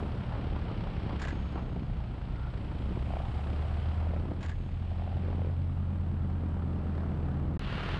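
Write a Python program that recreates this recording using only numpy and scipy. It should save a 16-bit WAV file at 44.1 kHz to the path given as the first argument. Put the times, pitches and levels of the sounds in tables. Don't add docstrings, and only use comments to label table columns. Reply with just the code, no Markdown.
import sys
import numpy as np
from scipy import signal
from scipy.fft import rfft, irfft
from scipy.io import wavfile
from scipy.ndimage import uniform_filter1d, minimum_filter1d

SR = 44100
rng = np.random.default_rng(int(sys.argv[2]) if len(sys.argv) > 2 else 0)


def wav_record(signal):
    frames = np.transpose(np.atleast_2d(signal))
    bounded = np.clip(frames, -1, 1)
    quanta = np.round(bounded * 32767).astype(np.int16)
    wavfile.write(sys.argv[1], SR, quanta)


N = 352359
T = np.arange(N) / SR
CYLINDERS, REVS_PER_CYCLE, BLADES = 9, 2, 2


def from_db(db):
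    return 10 ** (np.asarray(db) / 20)


def rms_one(x):
    return x / np.sqrt(np.mean(x ** 2) + 1e-20)


def in_time(rows):
    return np.interp(T, *np.transpose(rows))


def noise():
    return rng.standard_normal(N)


def coloured(x, colour):
    hz, db = np.transpose(colour)
    log_hz = np.log(np.maximum(np.arange(N // 2 + 1) * SR / N, 1))
    beyond = np.abs(log_hz - np.clip(log_hz, np.log(hz[0]), np.log(hz[-1])))
    gain = from_db(np.interp(log_hz, np.log(hz), db) - 20 * beyond)
    return rms_one(irfft(rfft(x) * gain, N))


def drift(rate_hz):
    hop = 40
    r = np.exp(-2 * np.pi * rate_hz * hop / SR)
    slow = signal.lfilter([1], [1, -2 * r, r * r], rng.standard_normal(N // hop + 2002))[2000:]
    return np.interp(np.arange(N) / hop, np.arange(len(slow)), rms_one(slow))


def resonate(x, hz, widths_hz):
    for width_hz in widths_hz:
        r = np.exp(-np.pi * width_hz / SR)
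        feedback = [1, -2 * r * np.cos(2 * np.pi * hz / SR), r * r]
        x = signal.lfilter(np.array([1, 0, -1]) * (1 - r * r) / 2, feedback, x)
    return rms_one(x)


def tone(turns, scatter_turns=1):
    return np.sqrt(2) * np.sin(2 * np.pi * (turns + scatter_turns * rng.random()))


def burst(start_s, rise_s, decay_s):
    age_s = np.maximum(T - start_s, 0)
    decay = np.exp(-np.minimum(np.maximum(age_s - rise_s, 0) / decay_s, 20))
    return np.minimum(age_s / rise_s, 1) * decay


def bell(centre_s, half_s, db):
    return from_db(db) * np.exp(-((T - centre_s) / half_s) ** 2)


def puffs(turns, rise_turns, uneven_db, steady):
    strength = from_db(uneven_db * np.clip(rng.standard_normal(2000), -2, 2))[turns.astype(int)]
    age = (turns % 1) / rise_turns
    return noise() * (steady + strength * age ** 2 * np.exp(2 * (1 - age)))


def knock(start_s, hz, rise_s, air):
    age_s = np.clip(T - start_s, 0, rise_s * 20)
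    swell = (age_s / rise_s * np.exp(1 - age_s / rise_s)) ** 2
    return swell * (np.sin(2 * np.pi * hz * age_s) + air)


def exhaust(cycles, drone_db, overtone_db, rumble_db, bark_db, behind):
    # multiple of the four-stroke cycle rate, relative dB side on, relative dB from behind.
    pipe_orders = [(7, -3.5, -3), (8, -3.5, -16.5), (11, -6.5, -17), (12, -7.5, -15), (14, 4, 2),
                   (15, -2, -7.5), (16, -3.5, 2.5), (18, -9, -2.5), (20, 1, -7.5), (21, -4.5, -5),
                   (22, -7.5, -9.5), (23, -11, -9.5), (24, -14, -13), (26, -13, -16), (27, -8.5, -13.5),
                   (28, -13, -11.5), (32, -19.5, -13), (33, -18, -12), (37, -17, -16.5)]
    # frequency in Hz, relative level in dB.
    rumble_colour = [(15, -22.5), (25, -6), (36, 3.5), (52, 0), (80, 0), (125, 0), (160, -8), (210, -11.5),
                     (420, -45)]
    bark_colour = [(110, -32), (170, 7), (230, 0.5), (320, -2), (420, -5.5), (650, -16), (1500, -40)]
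    cylinder_db = [2, -3, 0, -3.5, 2, -1, 0, 2, -6]
    firings = cycles * CYLINDERS
    drone = from_db(drone_db) * tone(firings)
    overtones = 0
    for order, side_db, rear_db in pipe_orders:
        db = side_db + behind * (rear_db - side_db) + 2.5 * drift(2)
        overtones += from_db(db) * tone(order * cycles, scatter_turns=0.6)
    overtones = from_db(overtone_db) * rms_one(overtones)
    long_puffs = puffs(firings, rise_turns=0.29, uneven_db=-0.5, steady=0.46)
    rumble = from_db(rumble_db) * coloured(long_puffs, rumble_colour)
    cylinder_gain = from_db(cylinder_db)[firings.astype(int) % CYLINDERS]
    short_puffs = cylinder_gain * puffs(firings, rise_turns=0.15, uneven_db=3, steady=0.69)
    bark = from_db(bark_db) * coloured(short_puffs, bark_colour)
    return drone + overtones + rumble + bark


def sputter_gain(edge_db=-4):
    # start in seconds, end in seconds, mid-bout level in dB.
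    bouts = [(-.15, 0.124, -39), (0.153, 1.453, -44.5), (1.48, 1.833, -43), (2.603, 3.113, -46.5),
             (3.444, 3.62, -43.5), (4.043, 4.47, -43.5), (5.15, 5.516, -44.5)]
    gain = 0
    for start_s, end_s, db in bouts:
        place = np.clip(2 * (T - start_s) / (end_s - start_s) - 1, -1, 1)
        gain += from_db(db + edge_db * place ** 2) * (np.abs(place) < 1)
    return gain


def propeller(passes, drone_db):
    # time in seconds, level in dB before any trim.
    swish_curve = [(0.0, -48), (1.6, -50), (1.88, -53.5), (3.0, -51), (3.56, -47.5), (4.12, -49),
                   (4.6, -57.5), (4.85, -56), (5.3, -50.5), (5.6, -54.5), (7.28, -48.5), (7.52, -51)]
    hiss_curve = [(0.0, -56.5), (1.05, -54), (1.55, -56.5), (1.72, -60), (2.1, -60), (3.28, -56),
                  (3.84, -56), (4.4, -62.5), (5.12, -58.5), (5.72, -64), (6.65, -65), (6.95, -62),
                  (7.52, -66)]
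    sizzle_curve = [(0, -78), (.9, -102), (2.2, -88), (3.2, -77), (3.8, -79), (4.4, -85.5), (7.5, -87.5)]
    # frequency in Hz, relative level in dB.
    swish_colour = [(250, -8.5), (420, -5), (560, -2.5), (780, -2.5), (1000, -6.5), (1380, -8.5),
                    (1750, -16), (2300, -23), (5000, -41)]
    hiss_colour = [(900, -14), (1700, 1), (2300, 2), (3100, 1.5), (3700, -4), (4400, -7.5), (5100, -12.5),
                   (5900, -22), (7000, -36), (7900, -23.5), (8800, -38.5), (10300, -32.5), (12000, -47)]
    sizzle_colour = [(5000, -7), (8000, -1.5), (10500, -8.5), (12000, -19)]
    thrum = from_db(-45 + 0.5 * (drone_db + 35)) * tone(passes)
    stirred_air = puffs(passes, rise_turns=0.12, uneven_db=6, steady=2.23)
    swish = from_db(in_time(swish_curve) + 0.5) * coloured(stirred_air, swish_colour)
    tip_air = puffs(passes, rise_turns=0.13, uneven_db=2.5, steady=1.64)
    hiss = from_db(in_time(hiss_curve) - 1.23) * coloured(tip_air, hiss_colour)
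    sizzle = from_db(in_time(sizzle_curve)) * coloured(noise(), sizzle_colour)
    return thrum + swish + hiss + sizzle + slaps() + howl(tip_air)


def rasp(firings):
    # centre in seconds, half length in seconds, level in dB.
    swells = [(0.35, 0.047, -45.5), (0.565, 0.02, -44.5), (0.704, 0.02, -47), (1.117, 0.049, -47),
              (1.582, 0.023, -43.5)]
    # frequency in Hz, relative level in dB.
    colour = [(500, 7), (1100, 9), (1800, -6), (4000, -19.5), (7000, -46)]
    gas = puffs(firings, rise_turns=0.2, uneven_db=2.5, steady=0.7)
    return sum(bell(*row) for row in swells) * coloured(gas, colour)


def pops(pipe_hz=293, puff_db=-9.5, trim_db=-2):
    # start in seconds, level in dB before trim.
    late_firings = [(0.393, -31), (0.545, -32.5), (1.129, -29), (1.327, -29.5), (1.368, -31.5),
                    (1.526, -32), (1.556, -30), (1.762, -33), (2.801, -34.5), (2.885, -39), (2.907, -30.5),
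                    (2.971, -29.5), (4.235, -36), (4.254, -31.5), (4.284, -29), (4.315, -26)]
    # frequency in Hz, relative level in dB.
    gas_colour = [(150, -12), (280, -1), (400, 6.5), (600, 8), (1100, -6), (1600, -15), (3000, -33),
                  (6000, -59)]
    gas = from_db(puff_db) * coloured(noise(), gas_colour)
    out = 0
    for start_s, db in late_firings:
        hz = pipe_hz * np.exp(0.11 * rng.standard_normal())
        out += from_db(db + trim_db) * knock(start_s, hz, rise_s=0.0031, air=gas)
    return out


def shutter(case_hz=1675, upper_hz=1980, spring_hz=6550):
    # start in seconds, gain in dB.
    presses = [(1.195, 1), (4.406, -4)]
    # delay in seconds, relative snap dB, snap decay in seconds, relative case ring dB.
    contacts = [(0, -48, 0.022, -49), (0.0217, -40, 0.014, -55), (0.0427, -55, 0.0067, -44),
                (0.0544, -42.5, 0.0052, -54), (0.077, -47, .012, -50), (.087, -45, 0.013, -47),
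                (0.11, -53, 0.004, -44)]
    # frequency in Hz, relative level in dB.
    snap_colour = [(900, 17), (1800, 13.5), (4000, 4.5), (5300, -0.5), (6200, -5), (7150, 1), (8500, -15),
                   (10400, -21), (12000, -53)]
    snap_gain, case_gain, spring_gain = 0, 0, 0
    for start_s, db in presses:
        for delay_s, snap_db, decay_s, case_db in contacts:
            snap_gain += from_db(db + snap_db) * burst(start_s + delay_s, 0.0012, decay_s)
            case_gain += from_db(db + case_db) * burst(start_s + delay_s, 0.002, decay_s=0.01)
        spring_gain += from_db(db - 76) * burst(start_s + 0.026, 0.02, decay_s=0.38)
    case = tone(case_hz * T + 0.32 * drift(50))
    case += from_db(-8) * tone(upper_hz * T + 0.21 * drift(60))
    spring = resonate(noise(), spring_hz, widths_hz=(400, 600))
    return snap_gain * coloured(noise(), snap_colour) + case_gain * case + spring_gain * spring


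def brake_squeaks():
    # centre in seconds, half length in seconds, pitch in Hz, level in dB.
    touches = [(2.414, 0.11, 1400, -56), (3.84, 0.08, 3120, -64.5)]
    return sum(bell(centre_s, half_s, db) * resonate(noise(), hz, widths_hz=(110, 220))
               for centre_s, half_s, hz, db in touches)


def slaps(crack_db=-13.5):
    # start in seconds, level in dB, pitch in Hz.
    hits = [(3.072, -37, 700), (3.104, -33.5, 705), (3.136, -29.5, 656), (3.168, -28.5, 666),
            (3.201, -31, 670), (3.391, -35, 760), (4.011, -37, 750), (4.069, -35, 600), (4.107, -35, 483),
            (4.135, -31.5, 584), (4.162, -33, 600), (4.915, -36, 690), (4.995, -35, 690),
            (5.02, -36.5, 680), (5.075, -33, 660), (5.127, -38, 700), (5.153, -47, 660), (5.235, -34, 350),
            (5.257, -39, 390), (5.284, -33.5, 483), (5.311, -34, 378), (5.392, -37, 666), (5.417, -31, 470),
            (5.446, -31.5, 437), (5.47, -30, 420), (5.498, -38, 604)]
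    crack_colour = [(400, 1.5), (900, 6), (1400, -3.5), (2700, -5), (4500, -31), (6500, -36)]
    crack = from_db(crack_db) * coloured(noise(), crack_colour)
    return sum(from_db(db) * knock(start_s, hz, rise_s=0.0018, air=crack) for start_s, db, hz in hits)


def howl(chopped_air, pitch_hz=766):
    # centre in seconds, half length in seconds, level in dB.
    gusts = [(3.27, 0.14, -50.5), (5.08, 0.22, -54.5)]
    return sum(bell(*row) for row in gusts) * resonate(chopped_air, pitch_hz, widths_hz=(160, 320))


def taxiing(closest_m=17.2, closest_s=0.54, speed_m_per_s=3.28, turn_start_s=4.85, turn_s=2.35):
    # time in seconds, firings per second.
    speed_curve = [(0, 78.2), (.45, 75.6), (.9, 70.8), (1.6, 66.4), (2.4, 62.2), (2.8, 64.5), (3.2, 70.3),
                   (4, 79.3), (4.4, 82.1), (4.8, 84.1), (5.6, 86.1), (6, 85.8), (7, 81.3), (7.3, 80),
                   (7.58, 79.8)]
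    # time in seconds, level in dB.
    drone_curve = [(0.0, -36), (0.24, -50.5), (0.6, -34.5), (1.0, -51.5), (1.12, -34), (1.28, -41.5),
                   (1.56, -35.5), (1.8, -47), (1.96, -42), (2.4, -39), (3.15, -35.5), (4.08, -31),
                   (4.4, -39), (5.28, -31.5), (7.52, -35.0)]
    cycles = np.cumsum(in_time(speed_curve)) / SR / CYLINDERS
    drone_db = in_time(drone_curve)
    distance_m = np.hypot(closest_m, speed_m_per_s * (T - closest_s))
    distance_db = 20 * np.log10(closest_m / distance_m)
    turned = np.sin(np.pi / 2 * np.clip((T - turn_start_s) / turn_s, 0, 1))
    behind = turned ** 3.9
    overtone_db = -43.5 + distance_db + 14.5 * turned + 0.44 * (drone_db - drone_db.max())
    rumble_db = -36 + distance_db - 3 * turned - 0.12 * (drone_db - drone_db.mean())
    bark_gain = from_db(-48 + distance_db + 10 * behind)
    bark_db = 20 * np.log10(np.hypot(bark_gain, sputter_gain()))
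    engine = exhaust(cycles, drone_db, overtone_db, rumble_db, bark_db, behind)
    engine += pops() + rasp(cycles * CYLINDERS)
    return engine + propeller(cycles * REVS_PER_CYCLE * BLADES, drone_db) + brake_squeaks()


def head_on(firing_hz=83.5):
    # time in seconds, wash level in dB before trim.
    wash_curve = [(7.61, -44.5), (7.802, -39), (7.99, -39)]
    # frequency in Hz, relative level in dB.
    wash_colour = [(200, -5), (400, 0), (800, 2.5), (1400, 4), (2400, -3), (3100, -1.5), (3700, -8),
                   (4400, -11), (5600, -24), (7500, -31.5), (10000, -37), (12000, -44)]
    beat_colour = [(110, 7), (350, 5), (600, 0), (1200, -29), (3000, -41)]
    wash_db = in_time(wash_curve)
    swell_db = wash_db - wash_db.max()
    cycles = (T + 0.007) * firing_hz / CYLINDERS
    passes = cycles * REVS_PER_CYCLE * BLADES
    cracks = np.diff(np.floor(passes), prepend=0) * from_db(2.9 * np.clip(noise(), -2, 2))
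    air = rms_one(puffs(passes, rise_turns=0.075, uneven_db=2.5, steady=1.6))
    air += from_db(-13) * rms_one(cracks)
    wash = from_db(wash_db - 1.44) * coloured(air, wash_colour)
    engine = exhaust(cycles, drone_db=-39.5, overtone_db=-39, rumble_db=-38, bark_db=-44.5, behind=0.62)
    beat = from_db(-48) * coloured(cracks, beat_colour)
    thrum = from_db(-40) * tone(passes)
    return from_db(0.5 * swell_db) * (engine + beat) + wash + thrum + from_db(swell_db) * gear_whine()


def gear_whine():
    # frequency in Hz, level in dB.
    partials = [(1410, -59), (2266, -63), (2676, -64), (2821, -59), (3532, -69)]
    return sum(from_db(db + 2.9 * drift(4.3)) * tone(hz * T + 0.079 * drift(8)) for hz, db in partials)


def scene(break_start_s=7.577, break_end_s=7.594, fade_s=0.0066):
    # frequency in Hz, relative level in dB.
    floor_colour = [(1000, 0.5), (4000, 4.5), (6500, -10), (7900, 4), (9000, -4.5), (10400, -8),
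                    (12000, -25.5)]
    floor = from_db(-81) * coloured(noise(), floor_colour)
    before = np.clip((break_start_s - T) / fade_s, 0, 1)
    after = T >= break_end_s
    tick = from_db(-26) * burst(break_end_s, rise_s=1 / SR, decay_s=0.00005)
    return (before * (taxiing() + shutter() + floor) + after * head_on() + tick)[None]


def record(dry, ceiling_db=-22.5, release_db_per_s=120, cutoff_hz=12000):
    level_db = 20 * np.log10(np.abs(dry[0]) + 1e-9)
    held_db = np.maximum.accumulate(level_db + release_db_per_s * T) - release_db_per_s * T
    gain_db = np.minimum(ceiling_db - held_db, 0)
    gain_db = uniform_filter1d(minimum_filter1d(gain_db, size=200), size=200)
    low_pass = signal.butter(12, cutoff_hz, fs=SR, output="sos")
    return signal.sosfilt(low_pass, dry * from_db(gain_db))


dry = scene()
out = record(dry)
wav_record(out)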